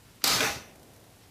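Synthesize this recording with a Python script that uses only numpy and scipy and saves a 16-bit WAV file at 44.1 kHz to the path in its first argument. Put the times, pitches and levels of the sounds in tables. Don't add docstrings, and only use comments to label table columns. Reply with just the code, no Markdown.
import sys
import numpy as np
from scipy import signal
from scipy.io import wavfile

SR = 44100
rng = np.random.default_rng(int(sys.argv[2]) if len(sys.argv) > 2 else 0)


def file_out(sig):
    cols = np.atleast_2d(sig).T
    lim = np.clip(cols, -1, 1)
    pcm = np.round(lim * 32767).astype(np.int16)
    wavfile.write(sys.argv[1], SR, pcm)


def nominal_scale(level):
    x = np.asarray(level, float) / 20
    return 10 ** x


N = 57330
TIME = np.arange(N) / SR


def rms_one(x):
    return x / np.sqrt(np.mean(x ** 2) + 1e-20)


def envelope(rows):
    s, db = np.transpose(rows)
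    return nominal_scale(np.interp(TIME, s, db, right=-120))


def band(x, low_hz, high_hz):
    sos = signal.butter(4, [low_hz, high_hz], "band", fs=SR, output="sos")
    return rms_one(signal.sosfilt(sos, x))


def colour(x, points):
    hz, db = np.transpose(points)
    edges = 22 * 2 ** np.arange(0, 9.9, .5)
    out = 0
    for k, (lo, hi) in enumerate(zip(edges, edges[1:])):
        gain = nominal_scale(np.interp(np.log(lo * hi) / 2, np.log(hz), db))
        sos = signal.butter(2, [lo, hi], "band", fs=SR, output="sos")
        out = out + (-1) ** k * gain * signal.sosfilt(sos, x)
    return out


def resonate(x, peaks, widen):
    out = 0
    for k, (hz, width, db) in enumerate(peaks):
        r = np.exp(-np.pi * max(width * widen, 25) / SR)
        poles = [1, -2 * r * np.cos(2 * np.pi * hz / SR), r * r]
        out = out + (-1) ** k * nominal_scale(db) * signal.lfilter([1 - r * r, 0, r * r - 1], poles, x)
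    return out


def grains(per_s, spread_db):
    size = nominal_scale(spread_db * np.minimum(rng.exponential(1, N), 4)) * rng.choice([-1, 1], N)
    return rms_one(size * (rng.random(N) < per_s / SR))


def hits(rows, t60_s):
    out = np.zeros(N)
    for s, db in rows:
        out += nominal_scale(db - 60 * np.maximum(TIME - s, 0) / t60_s) * (TIME >= s)
    return out * rng.standard_normal(N)


def soft_rings(rows):
    rise_s = 0.0044
    out = 0
    for s, db, hz, t60 in rows:
        t = np.maximum(TIME - s, 0)
        onset = (1 - np.exp(-t / rise_s)) ** 2
        out = out + nominal_scale(db - 60 * t / t60) * onset * np.sin(2 * np.pi * hz * t)
    return out


def metal_part(force, steady, points, peaks, ring_db, widen):
    both = np.array([force, steady])
    broad, rings = colour(both, points), resonate(both, peaks, widen)
    return broad[0] / broad[1].std() + nominal_scale(ring_db) * rings[0] / rings[1].std()


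# (frequency [Hz], level [dB])
HISS_COLOUR = [(15, -40), (25, -13), (101, -1), (264, -11), (326, -11), (363, -13.5), (729, -17.5),
               (811, -18.5), (15000, -28)]
# (time [s], peak level [dB])
ROOM_TICKS = [
    (.158, -55),
    (.757, -51.5),
    (.795, -55),
    (.83, -51),
    (.935, -52),
    (.962, -52),
    (1.0, -56),
    (1.04, -55),
]


def background():
    hiss = nominal_scale(-56) * rms_one(colour(rng.standard_normal(N + SR), HISS_COLOUR)[SR:])
    knots = rng.standard_normal(200)
    flutter_db = -0.3 * np.interp(TIME * 21, np.arange(200), knots)
    hiss = hiss * nominal_scale(flutter_db) + hits(ROOM_TICKS, t60_s=0.033)
    dip_s, dip_len_s = .235, .008
    dull = signal.sosfiltfilt(signal.butter(6, 6000, fs=SR, output="sos"), hiss)
    dip = np.clip(2 - 4 * abs(TIME - dip_s) / dip_len_s, 0, 1)
    rustle_s, rustle_len_s = 1.234, 0.037
    swell = np.exp(-((TIME - rustle_s) / rustle_len_s) ** 2)
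    rustle = nominal_scale(-65) * swell * band(rng.standard_normal(N), 2250, 6000)
    return hiss + dip * (dull - hiss) + rustle


# (time [s], level [dB])
HOUSE_FADE = [(.3, -77), (.5, -46), (.7, -58.5), (1.0, -60.5), (1.31, -67.5)]


def house():
    return envelope(HOUSE_FADE) * band(rng.standard_normal(N), 186.3, 797)


def room(x):
    t60_s, wall_cut_hz = 0.38, 4240
    out, dull = np.zeros(N), np.exp(-2 * np.pi * wall_cut_hz / SR)
    lags = (rng.uniform(.012, .035, 10) * SR).astype(int)
    for k, lag in enumerate(lags):
        loop, gain, state = x.copy(), nominal_scale(-60 * lag / SR / t60_s), [0.]
        for i in range(lag, N, lag):
            back, state = signal.lfilter([gain * (1 - dull)], [1, -dull], loop[i - lag:i], zi=state)
            loop[i:i + lag] += back[:N - i]
        out += (loop - x) * (-1) ** k
    return out


# (time [s], peak level [dB], pitch [Hz], t60 [s])
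FOOT_BUMPS = [
    (0.2309, -34.5, 279.4, 0.14),
    (0.259, -30, 300, 0.08),
    (0.294, -38.5, 71.6, .15),
    (.345, -30, 119.7, 0.16),
    (.398, -23, 262.7, .1),
    (0.429, -32, 123, 0.11),
    (0.469, -32, 160.6, 0.11),
    (.495, -37, 74, 0.16),
    (.555, -32, 128.6, 0.071),
    (.56, -40, 70, 0.089),
]


def rocking():
    return soft_rings(FOOT_BUMPS)


# (time [s], peak level [dB], pitch [Hz], t60 [s])
PANEL_BOOMS = [
    (0.257, -34, 790, .2),
    (.405, -23.5, 625, 0.14),
    (.418, -22.5, 447, 0.11),
    (.41, -27.5, 805, .1),
    (.462, -26.5, 808, .12),
    (.24, -30, 1180, 0.085),
    (0.37, -30, 1500, 0.13),
    (0.38, -30.5, 2400, 0.18),
]


def panels():
    return soft_rings(PANEL_BOOMS)


# (frequency [Hz], width [Hz], level [dB])
WIRE_MODES = [(2090, 110, -1), (2615, 57, 10), (5400, 280, -1), (6030, 350, 5.5), (4900, 160, -2.5),
              (10000, 170, -8.5), (12800, 300, -7)]
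# (time [s], level [dB])
WIRE_BUZZ = [(.403, -79), (.412, -36), (.47, -34.5), (.55, -48), (.66, -60), (.75, -82)]


def wires():
    return envelope(WIRE_BUZZ) * rms_one(resonate(grains(9000.0, 2.9), WIRE_MODES, widen=1.04))


# (time [s], level [dB])
LATCH_CREEP = [(.208, -72), (.2195, -53), (.2205, -43.5), (.226, -61), (.232, -56), (.24, -45)]


def latch():
    return envelope(LATCH_CREEP) * band(grains(7300.0, 1.5), 850, 5830)


# (time [s], peak level [dB])
LATCH_SPITS = [
    (.2402, -22.5),
    (.2735, -24),
    (.277, -26),
]


def crack():
    out = np.diff(hits(LATCH_SPITS, t60_s=0.022), prepend=0)
    out[int(.2402 * SR) + np.arange(4)] += nominal_scale(-17) * np.array([-1, -1, 1, 1])
    return out


# (frequency [Hz], level [dB], t60 [s])
STOP_MODES = [(1577, -20.5, 0.035), (2422, -19, 0.034), (2810, -27, 0.037), (3350, -16.5, 0.014),
              (4300, -38, .015)]


def stop():
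    stop_s, rise_s = .4056, .0005
    t = np.maximum(TIME - stop_s, 0)
    rings = 0
    for k, (hz, db, t60) in enumerate(STOP_MODES):
        rings = rings + (-1) ** k * nominal_scale(db - 60 * t / t60) * np.sin(2 * np.pi * hz * t)
    return rings * (1 - np.exp(-t / rise_s))


# (time [s], peak level [dB])
STOP_BLOWS = [
    (.4055, -17.5),
    (.4115, -28),
    (.428, -13.5),
    (.446, -17.5),
]
# (time [s], level [dB])
CASE_SHAKE = [(.236, -82), (.243, -36.5), (.35, -32.5), (.404, -34), (.412, -30), (.455, -28), (.54, -44),
              (.62, -53), (.75, -64.5)]
# (frequency [Hz], width [Hz], level [dB])
CASE_MODES = [(240, 30, -1), (437.3, 27, 0.5), (632, 30, -3), (805.3, 25, 1.5), (980, 40, -7),
              (1270, 37, -7), (1477.4, 31, 3.5), (1454, 33, -10), (1705, 28, -4.5), (2090, 32, 2.5),
              (2354, 114, 5), (2750, 50, -16), (3580, 79, -2)]
# (frequency [Hz], level per Hz [dB])
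CASE_TONE = [(80, -18), (200, -4), (500, -1), (1500, -5), (2600, 1.5), (3500, -20), (7000, -20.5),
             (15000, -20)]


def case():
    touch = grains(9000.0, 2.04)
    force = envelope(CASE_SHAKE) * touch + nominal_scale(-11) * hits(STOP_BLOWS, t60_s=0.041)
    return metal_part(force, touch, CASE_TONE, CASE_MODES, ring_db=-5, widen=0.59)


# (time [s], peak level [dB])
RAIL_SNAPS = [
    (.2401, -15),
    (.2725, -17.5),
    (.2755, -22),
    (.2915, -20),
    (.4055, -20),
]
# (time [s], level [dB])
RAIL_SCRAPE = [(.2395, -76), (.2405, -27.5), (.262, -26.5), (.3, -25), (.36, -27.5), (.402, -33.5),
               (.42, -32.5), (.545, -41.5), (.66, -67)]
# (frequency [Hz], width [Hz], level [dB])
RAIL_MODES = [(794, 18, -3), (1198, 41, 0), (1510, 57, -14), (2340, 44, -4.5), (3715, 65, 2),
              (3600, 60, -8), (4046, 70, 2.5), (4460, 92, 9), (4520, 180, 9), (4760, 130, -7),
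              (5360, 27, -15), (6430, 45, 3.5), (6380, 60, -4.5), (7880, 55, -22)]
# (frequency [Hz], level per Hz [dB])
RAIL_TONE = [(150, -9), (400, -10), (1200, -9.5), (2800, -11.5), (4500, 1.5), (6500, -6.5), (9000, -13.5),
             (15000, -14.5)]


def carriage():
    touch = grains(20000.0, 0.98)
    force = envelope(RAIL_SCRAPE) * touch + nominal_scale(-7.5) * hits(RAIL_SNAPS, t60_s=0.041)
    return metal_part(force, touch, RAIL_TONE, RAIL_MODES, ring_db=-5, widen=1.13)


def scene():
    toaster = latch() + crack() + carriage() + case() + stop() + rocking() + panels() + wires()
    toaster = signal.sosfilt(signal.butter(2, 50, "high", fs=SR, output="sos"), toaster)
    mono = toaster + nominal_scale(-16) * room(toaster) + background() + house()
    return np.array([mono, mono])


def band_limit(x):
    return signal.sosfilt(signal.butter(12, 16270, fs=SR, output="sos"), x)


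def record(dry):
    main = signal.sosfilt(signal.cheby2(20, 60, 15400, fs=SR, output="sos"), dry)
    top = signal.sosfilt(signal.cheby2(12, 60, 16600, fs=SR, output="sos"), dry)
    at_crack = abs(TIME - .2402 - .002) < .003
    mix = main + nominal_scale(-46 + 40 * at_crack) * top
    wide_s, wide_len_s = 0.3428, 0.045
    phase = np.clip((TIME - wide_s) / wide_len_s, -.5, .5)
    sos = signal.cheby2(8, 60, [4950, 6500], "band", fs=SR, output="sos")
    wide = rms_one(signal.sosfilt(sos, rng.standard_normal(N)))
    mix = mix + nominal_scale(-31.5) * np.cos(np.pi * phase) ** 2 * wide * [[1], [-1]]
    return band_limit(mix)


dry = scene()
out = record(dry)
file_out(out)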